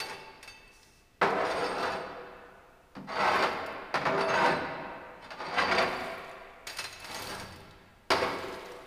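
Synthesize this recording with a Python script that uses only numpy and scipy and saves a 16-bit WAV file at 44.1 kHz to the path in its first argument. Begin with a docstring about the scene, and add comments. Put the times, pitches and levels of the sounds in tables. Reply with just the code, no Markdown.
"""A tall, echoing workshop, one microphone near a wood furnace being raked with a long steel rod.
The shaft clinks on the door sill and glides in with a hiss. From about a second in, the tip thuds on the
walls and rakes the grate: each stroke is a run of tiny slips that shakes the iron plates, sounds the
hollow firebox and makes the rod sing, surging where the tip catches. From three seconds on, loosened ash
sifts down. Around seven, cinders crack and coals tumble into the pan; a last thud and stroke follow."""
import sys
import numpy as np
from scipy import signal
from scipy.fft import rfft, irfft, next_fast_len
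from scipy.io import wavfile
from scipy.ndimage import map_coordinates

SR = 44100
rng = np.random.default_rng(int(sys.argv[2]) if len(sys.argv) > 2 else 0)


def digitize_waveform(pressure):
    """Quantize a signal to 16-bit integers and store it at the path in sys.argv[1].

    Rows of a 2-D input are taken as channels; values are limited to [-1, 1].
    """
    field = np.atleast_2d(pressure).T
    bounded = np.clip(field, -1, 1)
    quanta = np.round(bounded * 32767).astype(np.int16)
    wavfile.write(sys.argv[1], SR, quanta)


N = 390726
TIME = np.arange(N) / SR
TOP_HZ = 15500  # upper limit of the microphone chain

# The hiss of crumbling ash and cinder. Each row: frequency in Hz, relative level in dB.
ASH_SPECTRUM = [(1000, -2), (4000, 10), (6000, 1), (10000, -2), (15000, -9)]


def scraping():
    """Dense slips, bunching as the tip catches on coals, drive the furnace; the shaft chatters coarsely."""
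    catching = amp(1.28 * wobble(30) + 1.72 * wobble(120))
    slips = unit(catching * grains(rate=1800, spread_db=3))
    chatter = unit(catching * grains(rate=350, spread_db=3.5))
    on_plates, on_firebox, on_casing, on_rod, on_tip = stroke_forces()
    shaft = excite(on_rod * chatter, lambda: rod(contact_t60=0.19, vary_db=3), size=SR // 18)
    drives = [(on_plates, plates), (on_firebox, firebox), (on_casing, casing), (on_tip, bite)]
    furnace = sum(excite(force * slips, part, size=SR // 6) for force, part in drives)
    return furnace + shaft + grit(on_plates)


def stroke_forces():
    """How hard the arm's strokes drive the plates, the firebox, the casing, the rod and its caught tip."""
    # Strokes of the rod. Each row: start, rise and hold in seconds, force in dB, then the shares of
    # firebox, casing and shaft on the sill in dB relative to that force.
    strokes = [(0, .01, 0.11, -48.5, 0.5, -10, -2), (1.252, 0.019, 0.14, -38.5, 1.5, -21, -21.5),
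               (1.397, 0.069, 0.48, -38, -1.5, -14.5, -7), (3.067, 0.145, 0.22, -28.5, -7.5, -18.5, -11.5),
               (4.063, 0.045, 0.092, -35.5, 3.5, -11, -17), (4.262, 0.026, 0.2, -27.5, -4.5, -12.5, -13.5),
               (5.194, 0.015, 0.032, -52.5, -15, -8, 1), (5.36, 0.199, 0.28, -34.5, -5, -13.5, -9.5),
               (6.66, 0.014, 0.097, -54.5, -15, -16, 8.5), (6.993, 0.096, 0.32, -45, -5.5, -10.5, -5),
               (8.131, 0.034, 0.12, -35, -4, -18, -7)]
    # The tip catches on a lump. Each row: time in seconds, surge in dB, half length in seconds.
    catches = [(0.114, 9.5, 0.023), (1.495, 3, 0.016), (1.646, 4, 0.017), (1.806, 7.5, 0.011),
               (1.837, 4.5, 0.012), (3.256, 4, 0.024), (4.208, 9, 0.011), (4.405, 1, .008),
               (4.453, 3.5, 0.018), (5.582, 12.5, 0.018), (5.692, 5.5, 0.0098), (5.719, 13, 0.01),
               (5.781, 10, 0.011), (5.823, 11.5, 0.012), (6.79, 20, 0.0097)]
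    on_plates, on_firebox, on_casing, on_rod = np.zeros((4, N))
    for start, rise, hold, db, hollow_db, boom_db, sill_db in strokes:
        push = swell(start, rise, hold, fall=326)
        travel = np.clip((TIME - start) / (rise + hold), 0, 1) - .5
        on_plates += push * amp(db)
        on_firebox += push * amp(db + hollow_db)
        on_casing += push * amp(db + boom_db + 6 * travel)  # booms more as coals heap up at the tip
        on_rod += push * amp(db + sill_db - 2 * travel)  # eases a little along the stroke
    surge = amp(sum(db / (1 + ((TIME - s) / half) ** 2) for s, db, half in catches))
    plate_surge, bass_surge = surge ** 0.71, surge ** 0.14  # the furnace feels only part of a catch
    on_tip = amp(-3.5) * on_plates * (surge - 1)
    return on_plates * plate_surge, on_firebox * bass_surge, on_casing * bass_surge, on_rod * surge, on_tip


def knocking():
    """The tip lands twice and the casing booms as it settles; on the sill the shaft mostly rings itself."""
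    # The tip strikes iron inside. Each row: time in seconds, relative strength in dB, then the shares
    # of firebox, casing, rod and grate in dB relative to that strength.
    thuds = [(1.214, -22.5, -2, -15, -43, -10.5), (2.952, -48.5, 2, 10.5, -6.5, -7.5),
             (3.424, -28.5, -8, -29, -5.5, -17), (3.941, -26.5, -27, -12.5, -8.5, -20),
             (4.012, -37, -6, -5, -14, -20), (4.053, -26.5, -10.5, -6.5, -14.5, -22),
             (4.177, -31, -6, -15, -16, -20), (5.305, -42.5, -19, -15, -3, -11),
             (5.402, -39.5, -3, -21, -9, -18), (8.104, -24.5, -6, -13.5, -1.5, -4.5)]
    # The shaft strikes the sill. Each row: time in seconds, relative strength in dB, longest ring that
    # the contact allows in seconds.
    clinks = [(0.001, -35, 0.14), (0.428, -47.5, 0.21), (0.476, -45, 3.2), (4.209, -37.5, 0.37),
              (5.783, -30, 0.1), (6.669, -40, 0.11), (6.698, -47, 0.057), (6.787, -38, 0.019),
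              (6.841, -38, 0.08), (6.927, -51, 0.046), (7.044, -44.5, 0.037), (7.145, -41.5, 0.058),
              (7.223, -50, 0.044), (7.27, -48, 0.072), (7.349, -56, 0.048), (7.398, -46, 0.062),
              (7.522, -55.5, 0.14)]
    bounce_s, hand_t60 = 0.013, 0.049  # the hands damp the rod
    out = np.zeros(N)
    for s, db, hollow_db, boom_db, rod_db, grate_db in thuds:
        for delay, loss_db in [(0, 0), (bounce_s, -2)]:
            blow = plates() + amp(hollow_db) * firebox() + amp(rod_db) * rod(hand_t60)
            add(out, s + delay, amp(db + loss_db) * blow)
        add(out, s + bounce_s, amp(db + boom_db) * casing())
        add(out, s, amp(db + grate_db) * grate())
    for s, db, contact_t60 in clinks:
        add(out, s, amp(db) * rod(contact_t60, size=2 * SR // 3))
        add(out, s, amp(db - 10.5) * plates() + amp(db - 20.5) * firebox())  # passed on by the sill
    return np.sqrt(SR / 50) * out


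def singing_metal():
    """Single wavering tones: the rod squeals, the iron groans, or the steel rings on after a clink."""
    # Tones of the metal. Each row: start and length in seconds, pitch and its waver in Hz, level in dB.
    tones = [(.002, 0.029, 4550, 22, -41.5), (.002, .02, 11650, 110, -56), (.01, 0.12, 850, 40, -48.5),
             (.002, .03, 2664, 14, -47), (0.475, .03, 2630, 6, -44), (0.493, 0.035, 6350, 62, -59),
             (.53, 0.6, 2643, 4.5, -73), (1.227, 0.14, 447, 19, -36), (1.463, 0.024, 8960, 40, -61),
             (1.548, 0.04, 8570, 46, -54.5), (1.66, .06, 8590, 63, -56), (1.58, 0.084, 490, 16, -31.5),
             (1.64, 0.027, 5100, 170, -42), (3.129, 0.31, 4610, 55, -51), (3.225, 0.071, 960, 166, -27.5),
             (4.097, 0.24, 650, 26, -32.5), (4.18, 0.069, 10210, 25, -63), (4.197, .18, 2645, 47, -42.5),
             (4.205, 0.018, 4590, 40, -40.5), (4.287, 0.018, 6400, 140, -45), (4.34, .025, 6580, 150, -48),
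             (4.359, 0.21, 8480, 51, -62), (4.536, .03, 4060, 25, -45), (5.588, .015, 4090, 37, -39),
             (5.609, 0.073, 4630, 30, -43), (5.759, 0.061, 4640, 35, -42), (6.667, 0.029, 4100, 33, -49),
             (6.837, 0.011, 4120, 21, -40), (6.928, 0.008, 6550, 57, -52), (7.145, .02, 6500, 80, -47),
             (7.27, 0.017, 4580, 29, -45)]
    rise_s, fall_db_per_s, rough_db = 0.0046, 405, 3
    out, t = np.zeros(N), TIME[:SR // 2]
    for s, length, hz, waver_hz, db in tones:
        envelope = np.clip(t / rise_s, 0, 1) * amp(-fall_db_per_s * np.maximum(t - length, 0))
        pitch = hz + waver_hz * wobble(300, size=len(t))
        rough = unit(amp(rough_db * wobble(110, size=len(t))))
        add(out, s, amp(db) * envelope * rough * np.sin(2 * np.pi * np.cumsum(pitch) / SR))
    return out


def rod(contact_t60, size=SR // 4, vary_db=2):
    """The gritty tick of the contact, then the ring of the steel, longer when the rod bounces free."""
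    # The tick's spectrum. Each row: frequency in Hz, relative level in dB.
    tick_spectrum = [(60, -25), (500, 2), (1800, 6.5), (3300, 2.5), (4700, 2.5), (6000, -5.5),
                     (7500, -14.5), (10000, -14.5), (15000, -22)]
    # The rod's bending modes. Each row: frequency in Hz, relative level in dB, free t60 in seconds.
    bending_modes = [(90.6, 2.5, 0.11), (1610, -3, 0.59), (1956, 0, 0.39), (2226, 7.5, 0.051),
                     (2616, 0.5, 0.79), (2610, -3, 0.97), (3090, -7, 0.33), (3587, -4, 0.6),
                     (4050, -2.5, 0.15), (4580, 0, 0.23), (4587, 3.5, 0.26), (4860, -4.5, 0.27),
                     (5108, -3, 0.18), (5540, -6, 0.167), (5680, -6, 0.06), (6340, -10, 0.16),
                     (6560, -10, 0.19), (6820, -10, 0.092), (8500, -6.5, 0.15), (8900, -10.5, 0.14),
                     (8930, -21, 0.12), (9300, -10.5, 0.13), (10150, -12.5, 0.11)]
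    t = np.arange(size) / SR
    tick_shape = amp(-60 * t / 0.17) * (1 - np.exp(-t / 0.00023))
    tick = unit(noise(tick_spectrum, size)) * tick_shape
    overtones = [(hz, -19, .025) for hz in rng.uniform(7200, 14500, size=6)]  # new at every contact
    return unit_energy(amp(4.5) * tick + ring(bending_modes + overtones, size, contact_t60, vary_db))


def plates(size=SR // 4):
    """Ash-damped iron plates: a dense clang with a few clearer modes."""
    # The clang's spectrum. Each row: frequency in Hz, relative level in dB.
    spectrum = [(50, -51), (130, -15.5), (250, -11.5), (500, -2), (900, 2), (1400, 0.5), (2300, -9),
                (3000, -18.5), (5000, -25.5), (6500, -34.5), (10000, -39.5), (15000, -51)]
    # Its decay. Each row: frequency in Hz, t60 in seconds.
    decay = [(300, 0.25), (1500, 0.16), (5000, 0.33), (9000, 0.19)]
    # The clearer modes. Each row: frequency in Hz, relative level in dB, t60 in seconds.
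    iron_modes = [(645.2, -2, 0.34), (795.5, -5.5, 0.23), (855, -7, 0.14), (1045, 2.5, 0.12),
                  (1140, -10, 0.051), (1183, -11, 0.09), (1540, 3, 0.079)]
    return diffuse(spectrum, decay, size) + amp(-12) * unit_energy(ring(iron_modes, size))


def firebox(size=SR // 4):
    """The air in the fire chamber sounds hollow: a short, dense boom and a few distinct resonances."""
    # The dense boom. Each row: frequency in Hz, relative level in dB.
    spectrum = [(150, -33), (310, -9), (400, -5), (500, -6), (600, -1.5), (1200, -7.5), (4000, -78)]
    # Air resonances. Each row: frequency in Hz, relative level in dB, t60 in seconds.
    air_modes = [(318.4, -6, 0.24), (367, -5.5, 0.32), (391.3, -4, 0.54), (456, -6.5, 0.074),
                 (492.3, 1.5, 0.26), (511, 4, 0.12)]
    boom = diffuse(spectrum, decay=[(300, 0.42), (700, 0.69)], size=size)
    return unit_energy(boom + amp(-0.5) * unit_energy(ring(air_modes, size)))


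def casing(size=SR // 4):
    """The sheet-metal housing booms in its low modes."""
    # Modes of the housing. Each row: frequency in Hz, relative level in dB, t60 in seconds.
    sheet_modes = [(89.4, -14, 0.52), (122, -14, 0.14), (142.3, -8.5, 0.48), (162, 0, 0.27),
                   (189.9, 3, 0.26), (215.8, -6.5, 0.5), (252.4, -4.5, 0.43), (282.2, -0.5, 0.37)]
    return unit_energy(ring(sheet_modes, size))


def grate(size=SR):
    """After a hard blow the heavy grate drones low and long."""
    # Clusters of close modes. Each row: frequency in Hz, relative level in dB.
    spectrum = [(60, -30), (90, -4), (120, -20), (165, -12), (192, -0.5), (225, -17), (290, -4), (340, -6),
                (390, 7), (435, -5), (495, -1), (540, -15), (900, -24), (2500, -55)]
    # Their decay. Each row: frequency in Hz, t60 in seconds.
    decay = [(90, 0.51), (390, 1.6), (1000, 0.76)]
    return diffuse(spectrum, decay, size)


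def bite(size=SR // 10):
    """A caught steel tip digs into the iron with a short, harsh rasp."""
    # The rasp's spectrum. Each row: frequency in Hz, relative level in dB.
    spectrum = [(300, -28), (900, -5), (1500, 2.5), (2300, -1.5), (3100, -11), (5000, -23), (6500, -31),
                (15000, -42)]
    return burst(spectrum, t60=0.053, size=size)


def grit(force):
    """Coarse crumbs burst one by one under the moving tip."""
    crumbs = amp(-32) * force * unit(grains(rate=70, spread_db=4))
    return excite(crumbs, lambda: burst(ASH_SPECTRUM, t60=.015, size=SR // 50), size=SR // 12)


def through_door(x):
    """The furnace mouth shades the treble: more gets out while the tip is near the open door."""
    # Openness of the path to the microphone. Each row: time in seconds, gain on the treble band in dB.
    openness = [(0, 2), (.6, 5), (1.2, -0.5), (3.2, -5), (4.5, -3.5), (5.8, -5.5), (6.5, 5.5), (6.66, 1.5),
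                (7.5, 6.5), (8.1, -3), (8.86, -7)]
    treble = coloured(x, [(3500, -27), (5500, -3.0), (9000, 3.0)])
    gain = amp(np.interp(TIME, *np.transpose(openness)))
    return x + (gain - 1) * treble


def cinders():
    """Single cinders drop or crack, each with a crumbling snap and a brief tinkle."""
    # Cinders. Each row: time in seconds, relative level in dB, pitch in Hz, the crack's extra treble in dB.
    drops = [(.429, -41, 8550, 12), (.566, -52, 4130, 12), (.678, -48, 8960, 0), (.83, -40, 5100, -9),
             (1.304, -37, 4870, 3), (3.662, -34.5, 5050, 10), (3.723, -45, 3790, 12),
             (4.46, -24.5, 5240, -2), (5.826, -32, 9900, -2), (6.1793, -42, 13500, 6),
             (6.245, -45, 4460, -2), (6.2935, -47, 9990, 4), (6.313, -44, 6890, 0), (6.672, -22.5, 6890, 6),
             (6.731, -39, 11710, 12), (6.77, -24, 4820, 4), (6.832, -35, 6554, 1), (6.911, -49, 13440, 22),
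             (6.928, -29.5, 6550, -7), (7, -34, 10330, 3), (7.146, -30, 4480, 9), (7.196, -36, 12750, 14),
             (7.221, -24.5, 4500, 20), (7.242, -37, 5860, 0), (7.272, -28, 4430, 8),
             (7.298, -42, 14810, 16), (7.35, -33, 5510, 7), (7.5592, -37.5, 5150, 10),
             (7.604, -46, 9300, 8), (7.7093, -41, 3810, -2), (8.526, -39, 5170, 0), (8.719, -35.5, 5510, 4)]
    # A cinder's modes. Each row: multiple of its pitch, relative level in dB, t60 in seconds.
    cinder_modes = [(1, 0, .022), (1.04, -2, .016), (.94, -4, .014), (1.42, -7, .016), (1.95, -10, .014)]
    out, t = np.zeros(N), TIME[:SR // 10]
    crack_shape = amp(-60 * t / .04) * (1 - np.exp(-t / .0012))
    for s, db, hz, treble_db in drops:
        crack = coloured(noise(ASH_SPECTRUM, len(t)), [(5000, 0), (13000, treble_db)])
        modes = [(hz * ratio, level, t60) for ratio, level, t60 in cinder_modes if hz * ratio < TOP_HZ]
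        add(out, s, amp(db - 12) * (ring(modes, len(t)) + crack_shape * unit(crack)))
    return out


def ash():
    """Ash sifts down in clumps: flakes that each tinkle at their own pitch, over a hiss of dust."""
    # Falls of ash. Each row: start, rise and hold in seconds, level in dB, fade in dB a second.
    falls = [(3.2, 0.17, .02, -51, 77), (5.6, 0.35, 0.093, -54, 50), (6.984, 0.18, 0.058, -48, 80),
             (8.121, 0.071, 0.23, -54, 22)]
    flake_count, flake_t60, dust_db = 6000, .006, 2.5
    t = TIME[:SR // 80]
    when, pitch, size = rng.random((flake_count, 3)).T[:, :, None]
    hz = 1500 + pitch * (TOP_HZ - 1500)
    tinkles = amp(12 * size) * amp(-60 * t / flake_t60) * np.sin(2 * np.pi * hz * t)
    positions = (when * N).astype(int) + np.arange(len(t))
    flakes = np.bincount(positions.ravel(), tinkles.ravel(), N)[:N]  # sum the tinkles into one track
    dust = amp(dust_db) * rng.standard_normal(N)
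    clumps = amp(2 * wobble(70))
    return flow(falls) * unit(coloured((unit(flakes) + dust) * clumps, ASH_SPECTRUM))


def coals():
    """Soft lumps raked over the edge rumble in the ash pan."""
    # Tumbles of coal. Each row: start, rise and hold in seconds, level in dB, fade in dB a second.
    tumbles = [(6.758, 0.05, 0.05, -59, 130), (7.037, 0.18, 0.23, -53, 51)]
    # The pan's dull rumble. Each row: frequency in Hz, relative level in dB.
    pan_spectrum = [(40, -5), (65, -15), (90, 5.5), (130, -0.5), (250, -8), (600, -36)]
    return flow(tumbles) * unit(coloured(grains(rate=130, spread_db=1.0), pan_spectrum))


def sliding():
    """Unloaded, the shaft glides in over the ashy sill with a soft, slightly uneven hiss."""
    # The hiss. Each row: frequency in Hz, relative level in dB.
    spectrum = [(1500, -18), (4000, -4), (5600, 3), (7500, -6), (9200, -3.5), (12000, -14), (15000, -14)]
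    level = amp(-66.5 - 2 * wobble(30)) * swell(start=0.7, rise=0.04, hold=0.23, fall=150)
    return level * unit(noise(spectrum))


def hall(size=3 * SR // 2):
    """The bare workshop answers with a tail that builds over a few milliseconds and dulls as it dies."""
    # Strength of the echo. Each row: frequency in Hz, relative level in dB.
    spectrum = [(100, 8), (1000, 0), (4800, 1.5), (7000, 3), (14000, 7)]
    # Reverberation time. Each row: frequency in Hz, t60 in seconds.
    decay = [(100, 1.57), (500, 2.25), (1200, 2.28), (2500, 2.23), (4800, 1.29), (7000, 0.71),
             (12000, 0.62)]
    return diffuse(spectrum, decay, size) * (1 - np.exp(-TIME[:size] / 0.0012))


def room_tone():
    """The quiet, steady rumble of the workshop's air."""
    # The rumble. Each row: frequency in Hz, relative level in dB.
    spectrum = [(12, 0), (20, 9), (169, -7), (235, -6.5), (387, -8.5), (555, -15), (713, -9), (796, -25),
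                (1110, -16.5), (1640, -19), (3270, -22), (4950, -26), (15000, -32.5)]
    return amp(-62.5) * unit(noise(spectrum))


def ring(modes, size, contact_t60=9, vary_db=2):
    """Damped sines; their strength and pitch shift with the point of contact, which also damps them."""
    t = np.arange(size, dtype=np.float32) / SR
    hz, db, t60 = np.transpose(modes)[:, :, None]
    strength = rng.choice([-1, 1], len(hz)) * amp(db[:, 0] + vary_db * rng.standard_normal(len(hz)))
    cycles = np.float32(hz * (1 + 0.002 * rng.standard_normal(hz.shape))) * t
    damping = np.float32(np.log(1000) * (1 / t60 + 1 / max(contact_t60, .02)))
    onset = cycles / (1 + cycles)  # each mode takes a cycle or so to get going
    return strength @ (onset * np.exp(-np.minimum(damping * t, 20)) * np.sin(2 * np.pi * cycles))


def diffuse(spectrum, decay, size):
    """Countless overlapping modes: noise in which each frequency dies at its own speed."""
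    hz, t, bands = signal.stft(noise(spectrum, size), SR, nperseg=256)
    fading = np.exp(-np.log(1000) * t / along(decay, hz)[:, None])
    rise = 1 - np.exp(-TIME[:size] / 0.0011)  # vibration takes a moment to spread
    return unit_energy(rise * signal.istft(bands * fading, SR, nperseg=256)[1][:size])


def burst(spectrum, t60, size):
    """A puff of noise that falls by 60 dB in t60 seconds."""
    return unit_energy(noise(spectrum, size) * amp(-60 * TIME[:size] / t60))


def excite(force, response, size):
    """Play a force through a response that is drawn anew every size samples, as the rod travels."""
    out = np.zeros(N)
    for start in range(0, N, size):
        piece = force[start:start + size]
        if piece.any():
            add(out, start / SR, signal.fftconvolve(piece, response()))
    return out


def swell(start, rise, hold, fall):
    """A gain that builds up, holds at 1, then drops by fall dB a second."""
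    rise_db, touch_s = 10.5, 0.011
    t = TIME - start
    db = -rise_db * np.clip(1 - t / rise, 0, 1) - fall * np.maximum(t - rise - hold, 0)
    return np.clip(t / touch_s, 0, 1) * amp(db) * (db > -60)


def flow(falls):
    """The gain of falling material: one swell for each fall."""
    return sum(amp(db) * swell(start, rise, hold, fall) for start, rise, hold, db, fall in falls)


def grains(rate, spread_db):
    """Impulses at random times, about rate a second, with log-normal sizes."""
    return (rng.random(N) < rate / SR) * rng.choice([-1, 1], N) * amp(spread_db * rng.standard_normal(N))


def wobble(rate, size=N):
    """A smooth random curve with rate knots a second."""
    return map_coordinates(rng.standard_normal(int(size * rate / SR) + 4), [TIME[:size] * rate])


def noise(spectrum, size=N):
    """Noise with a spectrum of (Hz, dB) points."""
    return coloured(rng.standard_normal(size), spectrum)


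def coloured(x, spectrum):
    """Filter x by a curve of (Hz, dB) points."""
    m = next_fast_len(len(x) + 8192)
    return irfft(rfft(x, m) * amp(along(spectrum, np.fft.rfftfreq(m, 1 / SR))), m)[:len(x)]


def along(points, hz):
    """Read (Hz, value) points on a log frequency axis."""
    knots_hz, values = np.transpose(points)
    return np.interp(np.log(hz + 1), np.log(knots_hz), values)


def add(track, s, sound):
    """Mix a sound into a track at s seconds."""
    start = int(np.clip(round(s * SR), 0, N - 1))
    track[start:start + len(sound)] += sound[:N - start]


def amp(db):
    """Decibels to gain."""
    return 10 ** (np.asarray(db) / 20)


def unit(x):
    """Scale to rms 1."""
    return x / np.sqrt(np.mean(x ** 2) + 1e-20)


def unit_energy(x):
    """Scale to energy 1."""
    return x / np.sqrt(np.sum(x ** 2) + 1e-20)


def scene():
    """Rod and furnace in front, the hall's echo and room tone behind; both channels alike."""
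    raking = through_door(scraping() + knocking()) + singing_metal()
    direct = raking + ash() + sliding() + cinders() + coals()
    mono = direct + room_tone() + amp(-5.5) * excite(direct, hall, size=SR // 2)
    return np.array([mono, mono])


def record(dry):
    """The microphone chain passes nothing above its band limit."""
    m = next_fast_len(N + 8192)
    return irfft(rfft(dry, m) * (np.fft.rfftfreq(m, 1 / SR) < TOP_HZ), m)[:, :N]


dry = scene()
out = record(dry)
digitize_waveform(out)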